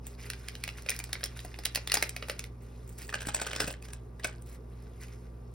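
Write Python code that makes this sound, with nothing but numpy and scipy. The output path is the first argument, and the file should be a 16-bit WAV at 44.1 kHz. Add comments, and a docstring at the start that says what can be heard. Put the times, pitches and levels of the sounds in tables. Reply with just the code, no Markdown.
"""Thin plastic bag with metal charms

Hands work open a small, thin plastic bag at a cloth-covered table: the film rustles and snaps.
Small metal charms then slide and click inside it, and a last clatter follows as they are dropped.
Snaps and knocks are shaped noise bursts; rubbing is a dense train of tiny slips; bumps are damped sines.
A small room adds reflections and an appliance hums, heard through two closely spaced microphone ports."""
import sys
import numpy as np
from scipy import signal
from scipy.fft import rfft, irfft
from scipy.io import wavfile
from scipy.ndimage import uniform_filter1d

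SR = 44100
rng = np.random.default_rng(int(sys.argv[2]) if len(sys.argv) > 2 else 0)


def wav_record(signal):
    """Record a signal, one row per channel, as 16-bit PCM in the file named by sys.argv[1]."""
    frames = np.transpose(np.atleast_2d(signal))
    bounded = np.clip(frames, -1, 1)
    # unit amplitude maps onto the largest positive 16-bit level
    quanta = np.round(bounded * 32767).astype(np.int16)
    wavfile.write(sys.argv[1], SR, quanta)


N = 244314  # samples

# All levels are relative: later gains scale each layer.
# Tones of the appliance motor and the mains: (f/Hz, level/dB)
HUM_TONES = [(44.2, -63), (58.6, -47), (104.5, -60), (117.3, -63), (120, -52), (171.3, -63), (240, -62),
             (1174, -75)]
# Colour of the moving air in the room: (f/Hz, spectral density level/dB)
AIR_COLOUR = [(25, -11.5), (52, 3), (90, -1.5), (300, -5.5), (410, 0), (600, -11.5), (1100, -16),
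              (2200, -32.5), (3300, -43), (15000, -42.5)]

# Fingers stroke the film; the first, long stroke is the grip that holds the bag:
# (start t/s, length t/s, level/dB)
FILM_STROKES = [(0.18, 2.29, -57), (0.03, 0.12, -59.5), (0.174, 0.092, -48.5), (0.29, 0.23, -61),
                (0.765, 0.019, -40), (0.87, 0.083, -44.5), (1.35, 0.02, -42), (1.89, 0.18, -44),
                (2.60, 0.39, -64.5), (2.97, 0.079, -51), (3.83, 0.023, -46.5), (4.45, 0.11, -58.5),
                (4.7, 0.57, -66), (4.995, 0.047, -48), (5.05, 0.095, -61)]
STROKE_ATTACK_S, STROKE_RELEASE_S = 0.022, 0.011
HOLDING_DB = -70.5  # the film stirs faintly between strokes
# The film buckles: (t/s, level/dB, treble level/dB, resonance f/Hz, t60/s, at least 0.003 in use)
FILM_SNAPS = [(0.301, -22, -3, 1820, 0.0093), (0.334, -29.5, -10, 2250, 0.011),
              (0.485, -24, -6.5, 2580, 0.0062), (0.553, -28.5, -10.5, 3530, 0.0045),
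              (0.638, -21.5, -5, 2200, 0.0097), (0.677, -26.5, -6, 2500, 0.017),
              (0.6898, -25.5, -18, 2550, 0.0078), (0.8222, -44, 4.5, 5380, 0.005),
              (0.862, -33, -10, 2300, 0.022), (0.8882, -18, -18.5, 2440, 0.0078),
              (0.8937, -20.5, -0.5, 6200, 0.012), (0.9037, -27, 6.5, 9100, 0.0024),
              (0.916, -25, -41, 2210, 0.0043), (0.9635, -36.5, 4.5, 5100, 0.012),
              (0.990, -30.5, 4.5, 6760, 0.012), (1.000, -31, -4, 2300, 0.02),
              (1.040, -30.5, 0, 7600, 0.011), (1.0913, -41.5, -5.5, 1420, 0.022),
              (1.130, -20.5, -1, 4000, 0.012), (1.153, -27.5, -30, 2100, 0.014),
              (1.208, -37, -17.5, 1640, 0.016), (1.232, -23, -31, 4300, 0.013),
              (1.2391, -21, -0.5, 5340, 0.0094), (1.2577, -31.5, 2.5, 3100, 0.016),
              (1.391, -30.5, -13, 3750, 0.013), (1.4034, -38, -2, 2630, 0.0075),
              (1.4482, -41, 7, 1970, 0.035), (1.542, -33, -26, 2820, 0.014),
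              (1.588, -33, -4.5, 4900, 0.023), (1.636, -37, -4, 1880, 0.013),
              (1.653, -20.5, 1.5, 3700, 0.0073), (1.6558, -16.5, -1.5, 3200, 0.0039),
              (1.662, -28, -12.5, 3150, 0.013), (1.749, -21.5, 0, 3300, 0.007),
              (1.757, -17.5, 1, 4700, 0.013), (1.773, -27.5, -8, 2700, 0.025),
              (1.874, -22, -4, 3630, 0.014), (1.898, -23, -16, 4200, 0.01),
              (1.9185, -13.5, -5.5, 4940, 0.011), (1.9405, -14, 2.5, 6940, 0.017),
              (1.9525, -19.5, -5, 2350, 0.017), (1.970, -16, -10, 5000, .021),
              (2.025, -13.5, -3, 2110, 0.017), (2.040, -30, -11.5, 2460, 0.012),
              (2.093, -26.5, -0.5, 7600, 0.0069), (2.164, -25, -5.5, 2440, 0.013),
              (2.225, -24, -21, 2480, 0.016), (2.2844, -32.5, -3, 1460, 0.021),
              (2.297, -19, -8.5, 2430, 0.018), (2.393, -24.5, -3, 6540, 0.0089),
              (2.4407, -29.5, -7, 1926, 0.005), (4.823, -61, 7, 2400, 0.017),
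              (4.8665, -52, -15, 1720, 0.027), (5.083, -49, -5, 2500, 0.016)]
SNAP_WIDTH_HZ = 240  # half-width of the leading resonance when it lies at 2500 Hz
# Colours of a snap, a light swish and the crinkle of a firm touch: (f/Hz, spectral density level/dB)
FILM_COLOUR = [(200, -8), (400, -3.5), (650, -2.5), (1050, -10), (1500, -3), (2300, -1.5), (3200, -6),
               (5000, -1.5), (6200, -5.5), (8000, -3.5), (10000, -3), (12500, -9.5), (15500, -7)]
SWISH_COLOUR = [(1000, 4), (2300, 1.5), (3300, -2), (5500, -3), (15000, -5)]
CRINKLE_COLOUR = [(1400, -1), (2400, 4.5), (3400, -8.5), (5300, -0.5), (10000, -10.5), (15000, -5)]
CLUMP_HZ = 30  # rate at which the slips of each fold swell and rest

# Loose charms shift and tinkle: (start t/s, length t/s, level/dB)
CHARM_TINKLES = [(0.06, 0.018, -43), (0.11, 0.01, -40.5), (2.615, 0.012, -50), (2.87, 0.096, -52),
                 (2.98, 0.14, -45), (3.34, 0.03, -51), (3.67, 0.042, -42), (4.43, 0.12, -53),
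                 (4.995, 0.05, -51)]
# Charms knock together in the bag and the hand:
# (t/s, level/dB, treble level/dB, resonance f/Hz, t60/s)
CHARM_KNOCKS = [(2.992, -41, -6, 1780, 0.0143), (3.018, -36.5, 9.5, 1910, .012),
                (3.092, -27, -5, 1906, 0.011), (3.1005, -28, -5, 1673, 0.0068),
                (3.141, -15.5, -8.5, 1584, .016), (3.2065, -25.5, -3, 6480, 0.011),
                (3.2187, -27.5, -1, 1760, 0.015), (3.2695, -26.5, 8.5, 7640, 0.019),
                (3.286, -18.5, -1, 1364, 0.029), (3.3455, -17, 4, 7920, 0.021),
                (3.3645, -23.5, 1, 6650, 0.017), (3.398, -26, -11, 1540, 0.022),
                (3.4152, -16.5, -2.5, 7450, 0.037), (3.466, -21.5, 3.5, 1470, 0.031),
                (3.514, -28.5, -3, 5200, 0.01), (3.5325, -19.5, -5, 2380, 0.0088),
                (3.562, -18.5, -0.5, 5250, .011), (3.6025, -11.5, 1, 5100, 0.025),
                (3.6155, -21.5, 5, 1530, 0.094), (3.675, -23.5, 6, 2580, 0.055),
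                (3.727, -40.5, 12, 10800, 0.01), (3.7397, -29.5, -12, 2190, 0.0054),
                (3.825, -39, 10, 2450, 0.0051), (3.8855, -36, 1, 2490, 0.0129),
                (3.903, -39, -1, 5640, 0.03), (3.9332, -30, 6, 9500, 0.0116),
                (4.1962, -36, 0, 1830, 0.0282), (4.2445, -16, 4, 2410, 0.026),
                (4.2495, -19, -8, 1610, 0.029), (4.422, -51, 18, 9430, 0.007)]
KNOCK_LEAD_S = 0.0032  # a charm scrapes only briefly before it knocks
# Charms slide along the bag; the first, long slide runs under the short pushes:
# (start t/s, length t/s, level/dB)
CHARM_SLIDES = [(3.12, 0.6, -44.5), (3.123, 0.03, -33.5), (3.375, 0.026, -39.5), (3.453, 0.062, -40.5),
                (3.538, 0.025, -44), (3.598, 0.12, -42), (4.226, 0.0165, -45)]
SLIDE_ATTACK_S, SLIDE_RELEASE_S = 0.0048, 0.008
# Colours of the tinkle and of the knocks and scrapes: (f/Hz, spectral density level/dB)
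TINKLE_COLOUR = [(3000, -13), (5500, -24), (7700, 5), (10000, -13), (12500, -9), (15500, -5)]
CHARM_COLOUR = [(250, 1), (430, 4.5), (650, 4), (1050, -5), (1500, -6.5), (2300, -5.5), (3200, -7.5),
                (5000, -8.5), (6200, -10), (8200, -4), (10000, -17), (12500, -19), (15500, -18)]
# Resonances that every charm knock and scrape shares: (f/Hz, width/Hz, level/dB)
SHARED_MODES = [(1556, 270, 1.5), (2570, 77, -2.5)]

# Hands bump the padded table: (t/s, level/dB, f/Hz)
TABLE_THUMPS = [(3.27, -33.5, 245), (3.286, -38, 74), (3.642, -34, 148), (3.657, -40, 68),
                (3.675, -38.5, 230)]

# Decay of the room: (f/Hz, t60/s)
ROOM_DECAY = [(500, 0.32), (3000, 0.25), (16000, 0.033)]
# Likeness of the diffuse sound at the two ports: (f/Hz, likeness from 0 to 1)
PORT_LIKENESS = [(100, 1), (300, 0.71), (900, 0.09), (3000, 0), (8000, 1), (16000, 0.1)]
# Lead of the left port over the right: (f/Hz, phase/rad)
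PORT_LEAD = [(0, 0), (1400, -.5), (2000, 0), (3000, 1.1), (3600, .4), (4400, .8), (5100, .1), (7300, 3.1),
             (9800, 6.1), (11200, 6.6), (16000, 12)]
# Left port minus right: (f/Hz, level difference/dB)
PORT_LEVEL = [(100, -1), (400, -1), (800, 6), (1400, -1), (2600, -2.5), (3500, -0.5), (4500, -2.5),
              (5500, -0.15)]
BAND_EDGE_HZ = 16300


def gain_of(db):
    """Decibels are a logarithmic measure of amplitude."""
    return 10 ** (np.asarray(db) / 20)


def evened(x):
    """Normalisation: the root mean square becomes 1."""
    return x / np.sqrt(np.mean(x ** 2) + 1e-20)


def read(points, hz):
    """Interpolation of a table along a logarithmic frequency axis."""
    f, value = np.transpose(points)
    return np.interp(np.log(hz + 1), np.log(f + 1), value)


def bins(size):
    """Frequencies of the discrete spectrum of this many samples."""
    return np.fft.rfftfreq(size, 1 / SR)


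def add(mix, s, sound):
    """Superposition: a sound joins the mix at time s."""
    part = mix[max(round(s * SR), 0):][:len(sound)]
    part += sound[:len(part)]


def causal(gain):
    """Minimum phase: a filter of this magnitude does not respond before it is excited."""
    cepstrum = irfft(np.log(np.maximum(gain, gain.max() * 1e-5)))
    half = len(cepstrum) // 2
    # fold the cepstrum onto positive time
    cepstrum[1:half] *= 2
    cepstrum[half + 1:] = 0
    return np.exp(rfft(cepstrum))


def radiated(colour, hz, corner_hz=190):
    """Radiation of a small object: its colour, with little bass."""
    return gain_of(read(colour, hz)) * hz ** 2 / (hz ** 2 + corner_hz ** 2)


def diffuse(pair):
    """Partial coherence: two unrelated signals blend into the partly alike pair at the ports."""
    a, b = rfft(pair)
    same = np.clip(read(PORT_LIKENESS, bins(pair.shape[1])), 0, 1)
    shared = a * np.sqrt((1 + same) / 2)
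    apart = b * np.sqrt((1 - same) / 2)
    return irfft(np.array([shared + apart, shared - apart]), pair.shape[1])


def appliance():
    """Steady periodic sources radiate fixed tones; turbulent air adds a soft broadband rush."""
    t = np.arange(N) / SR
    hum = np.zeros(N)
    for hz, db in HUM_TONES:
        hum += gain_of(db) * np.sqrt(2) * np.sin(2 * np.pi * (hz * t + rng.random()))
    noise = diffuse(rng.standard_normal((2, N)))
    air = irfft(rfft(noise) * gain_of(read(AIR_COLOUR, bins(N))), N)
    return gain_of(0.16) * hum + gain_of(-54.0) * evened(air)


def gestures(rows, attack_s, release_s):
    """Envelopes of hand movements swell, hold and die away; overlapping ones add in power."""
    t, power = np.arange(N) / SR, np.zeros(N)
    for start, length, db in rows:
        swell = np.clip((t - start) / attack_s, 0, 1)
        fade = np.exp(-np.maximum(t - start - length, 0) / release_s)
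        power += (gain_of(db) * swell * fade) ** 2
    return np.sqrt(power)


def settling(rows, below_db, wait_s, fade_s, even_s=0.028):
    """Residual motion: the stir after a blow follows the energy of the blow and fades."""
    stirs = []
    for s, db, *_, t60 in rows:
        stirs.append((s, wait_s, db + below_db + 10 * np.log10(t60 / even_s)))
    return gestures(stirs, wait_s, fade_s)


def friction(colour, per_s, spread_db, grain_s, patch_db, clump_db=4, count=24):
    """Stick-slip: clumps of tiny uneven slips excite folds, each with its own resonance; rms 1."""
    t, slips = np.arange(SR // 50) / SR, np.zeros(N)
    for patch_hz in np.geomspace(1300, 11000, count):
        train = np.zeros(N)
        at = rng.integers(0, N, round(per_s * N / SR / count))
        # slow random swell of this fold
        moments = rng.standard_normal(int(CLUMP_HZ * N / SR))
        clump = np.interp(at, np.linspace(0, N, len(moments)), moments)
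        unevenness = np.minimum(rng.exponential(1, len(at)), 3)
        train[at] = gain_of(clump_db * clump + spread_db * unevenness)
        patch = 1 + gain_of(patch_db) / (1 + (4 * (bins(len(t)) / patch_hz - 1)) ** 2)
        grain = rng.standard_normal(len(t)) * np.exp(-t / grain_s)
        crack = irfft(rfft(grain) * causal(patch))
        slips += signal.oaconvolve(train, crack - crack.mean())[:N]
    return evened(irfft(rfft(slips) * radiated(colour, bins(N)), N))


def with_body(rows, even_s, db_per_doubling):
    """Moving mass: a longer blow moves more material, so has more low body; none extra at even_s."""
    return [(s, db, db_per_doubling * np.log2(t60 / even_s), treble_db, hz, t60)
            for s, db, treble_db, hz, t60 in rows]


def blows(rows, colour, peak_db, peak_width, body_hz, treble_hz, rise_s, lead_db, lead_s,
          ripple_db=2.0, size=4096):
    """Impact: a brief scrape, then a dense burst with one leading resonance and random lesser ones."""
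    out, hz = np.zeros(N), bins(size)
    t = (np.arange(size) - size // 8) / SR  # zero at the blow
    after, before = np.maximum(t, 0), np.maximum(-t, 0)
    scrape = gain_of(lead_db) * np.exp(-before / lead_s - after / rise_s)
    base = radiated(colour, hz)
    draws = rng.standard_normal((len(rows), 2, size))
    for (s, db, body_db, treble_db, ring_hz, t60), (noise, folds) in zip(rows, draws):
        decay = np.exp(-np.log(1000) * after / max(t60, 0.003))
        strike = (1 - np.exp(-after / rise_s)) * decay
        burst = rfft(noise * (scrape + strike / strike.max()))
        # whiten: every band gets its share
        burst *= causal(uniform_filter1d(abs(burst) ** 2, size=110) ** -0.5)
        # the leading resonance widens as the square root of its frequency
        detuning = ((hz - ring_hz) / peak_width) ** 2 * 2500 / ring_hz
        shape = base * (1 + gain_of(peak_db) / (1 + detuning))
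        # lesser resonances change with every fold
        smooth = uniform_filter1d(folds[:len(hz)], size=16)
        ripple = evened(uniform_filter1d(smooth, size=16))
        shape *= evened(gain_of(ripple_db * ripple))
        body = body_db / (1 + (hz / body_hz) ** 4)
        treble = treble_db * hz ** 6 / (hz ** 6 + treble_hz ** 6)
        shape *= gain_of(body + treble)
        crack = irfft(burst * causal(shape / np.sqrt(np.mean(base ** 2))))
        millisecond = np.sqrt(SR / 1000)  # level refers to the energy of one millisecond
        add(out, s + t[0], gain_of(db) * millisecond * crack)
    return out


def bag():
    """Buckling film snaps, then crinkles as it settles; a light touch swishes, a firm one also crinkles."""
    crinkle = friction(CRINKLE_COLOUR, per_s=520, spread_db=3.2, grain_s=0.0018, patch_db=20.5,
                       clump_db=3.5)
    swish = friction(SWISH_COLOUR, per_s=4500, spread_db=2, grain_s=0.003, patch_db=22, clump_db=4)
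    strokes = gestures(FILM_STROKES, STROKE_ATTACK_S, STROKE_RELEASE_S)
    strokes = np.hypot(strokes, gain_of(HOLDING_DB))
    stir = settling(FILM_SNAPS, below_db=-21.5, wait_s=0.0071, fade_s=0.018)
    rubbing = np.hypot(strokes, stir)
    firm = rubbing / (rubbing + gain_of(-60))
    rustle = rubbing * (firm * crinkle + np.sqrt(1 - firm ** 2) * swish)
    rows = with_body(FILM_SNAPS, even_s=0.015, db_per_doubling=17.0)
    snaps = blows(rows, FILM_COLOUR, peak_db=5.5, peak_width=SNAP_WIDTH_HZ, body_hz=1160,
                  treble_hz=5860, rise_s=0.00062, lead_db=-16.5, lead_s=0.0018)
    return snaps + gain_of(-2.5) * rustle


def ringing(x, modes):
    """Modal resonance: narrow resonances add to the direct sound."""
    hz = bins(N)
    response = 1 + sum(gain_of(db) / (1 + 2j * (hz - f) / width) for f, width, db in modes)
    return irfft(rfft(x) * response, N)


def charms():
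    """Impact and friction of metal: damped by bag and hand, charms knock, scrape and tinkle."""
    tinkling = gestures(CHARM_TINKLES, attack_s=0.0031, release_s=0.0094)
    tinkle = tinkling * friction(TINKLE_COLOUR, per_s=740, spread_db=11.5, grain_s=0.0032,
                                 patch_db=-10)
    rows = with_body(CHARM_KNOCKS, even_s=0.049, db_per_doubling=3.5)
    knocks = blows(rows, CHARM_COLOUR, peak_db=6.5, peak_width=160, body_hz=1140,
                   treble_hz=5790, rise_s=0.00065, lead_db=-9.0, lead_s=KNOCK_LEAD_S)
    slides = gestures(CHARM_SLIDES, SLIDE_ATTACK_S, SLIDE_RELEASE_S)
    stir = settling(CHARM_KNOCKS, below_db=-23.5, wait_s=0.0057, fade_s=0.039)
    scrape = friction(CHARM_COLOUR, per_s=380, spread_db=3.0, grain_s=0.0013, patch_db=17)
    contact = knocks + np.hypot(slides, stir) * scrape
    return gain_of(-5.0) * (ringing(contact, SHARED_MODES) + tinkle)


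def table(peak_s=0.011 / np.log(1000)):
    """Heavy damping: the cloth quenches each low bump within a few cycles at most."""
    out, t = np.zeros(N), np.arange(SR // 5) / SR
    u = t / peak_s  # the envelope peaks at u = 1
    for s, db, hz in TABLE_THUMPS:
        bump = u * np.exp(1 - u) * np.sin(2 * np.pi * hz * t)
        add(out, s, gain_of(db) * np.sqrt(2) * bump)
    return out


def surfaces(x, uneven=0.033, wall_s=0.0098, wall_db=-17):
    """Directivity and reflection: each fold favours one port; a near wall returns one echo."""
    lowpass = np.exp(-(bins(N) / 250) ** 2)
    facing = evened(irfft(rfft(rng.standard_normal(N)) * lowpass, N))
    echo = np.zeros(N)
    add(echo, wall_s, gain_of(wall_db) * x)
    return echo + uneven * facing * np.array([x, -x])


def room(x, first_s=0.006, early_db=5, early_s=0.017):
    """Reverberation: strong early reflections, then a tail in which each band has its own decay."""
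    taps = rng.standard_normal((2, SR)) * (rng.random((2, SR)) < 5000 / SR)
    hz, t, z = signal.stft(taps, SR, nperseg=256)
    z = z * np.exp(-np.log(1000) * t / read(ROOM_DECAY, hz)[:, None])
    tail = signal.istft(z, SR, nperseg=256)[1][:, :SR]
    t = np.arange(SR) / SR
    early = 1 + gain_of(early_db) * np.exp(-t / early_s)
    tail = diffuse(tail * (t > first_s) * early)
    return signal.fftconvolve(x[None], tail / np.linalg.norm(tail[0]), axes=1)[:, :N]


def scene():
    """Superposition of the bag, charms and hands close by, their reflections, and the hum."""
    handling = bag() + charms() + table()
    return handling + surfaces(handling) + gain_of(-12.0) * room(handling) + appliance()


def record(dry):
    """Two-port reception: the ports differ in phase and level; a low-pass then limits the band."""
    hz = bins(N)
    lead = np.interp(hz, *np.transpose(PORT_LEAD))
    # each port takes half of the difference
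    turn = np.exp(0.5j * lead) * gain_of(read(PORT_LEVEL, hz) / 2)
    ports = irfft(rfft(dry) * np.array([turn, 1 / turn]), N)
    lowpass = signal.firwin(161, BAND_EDGE_HZ, window=("kaiser", 8), fs=SR)
    return signal.oaconvolve(ports, lowpass[None], "same")


dry = scene()
out = record(dry)
wav_record(out)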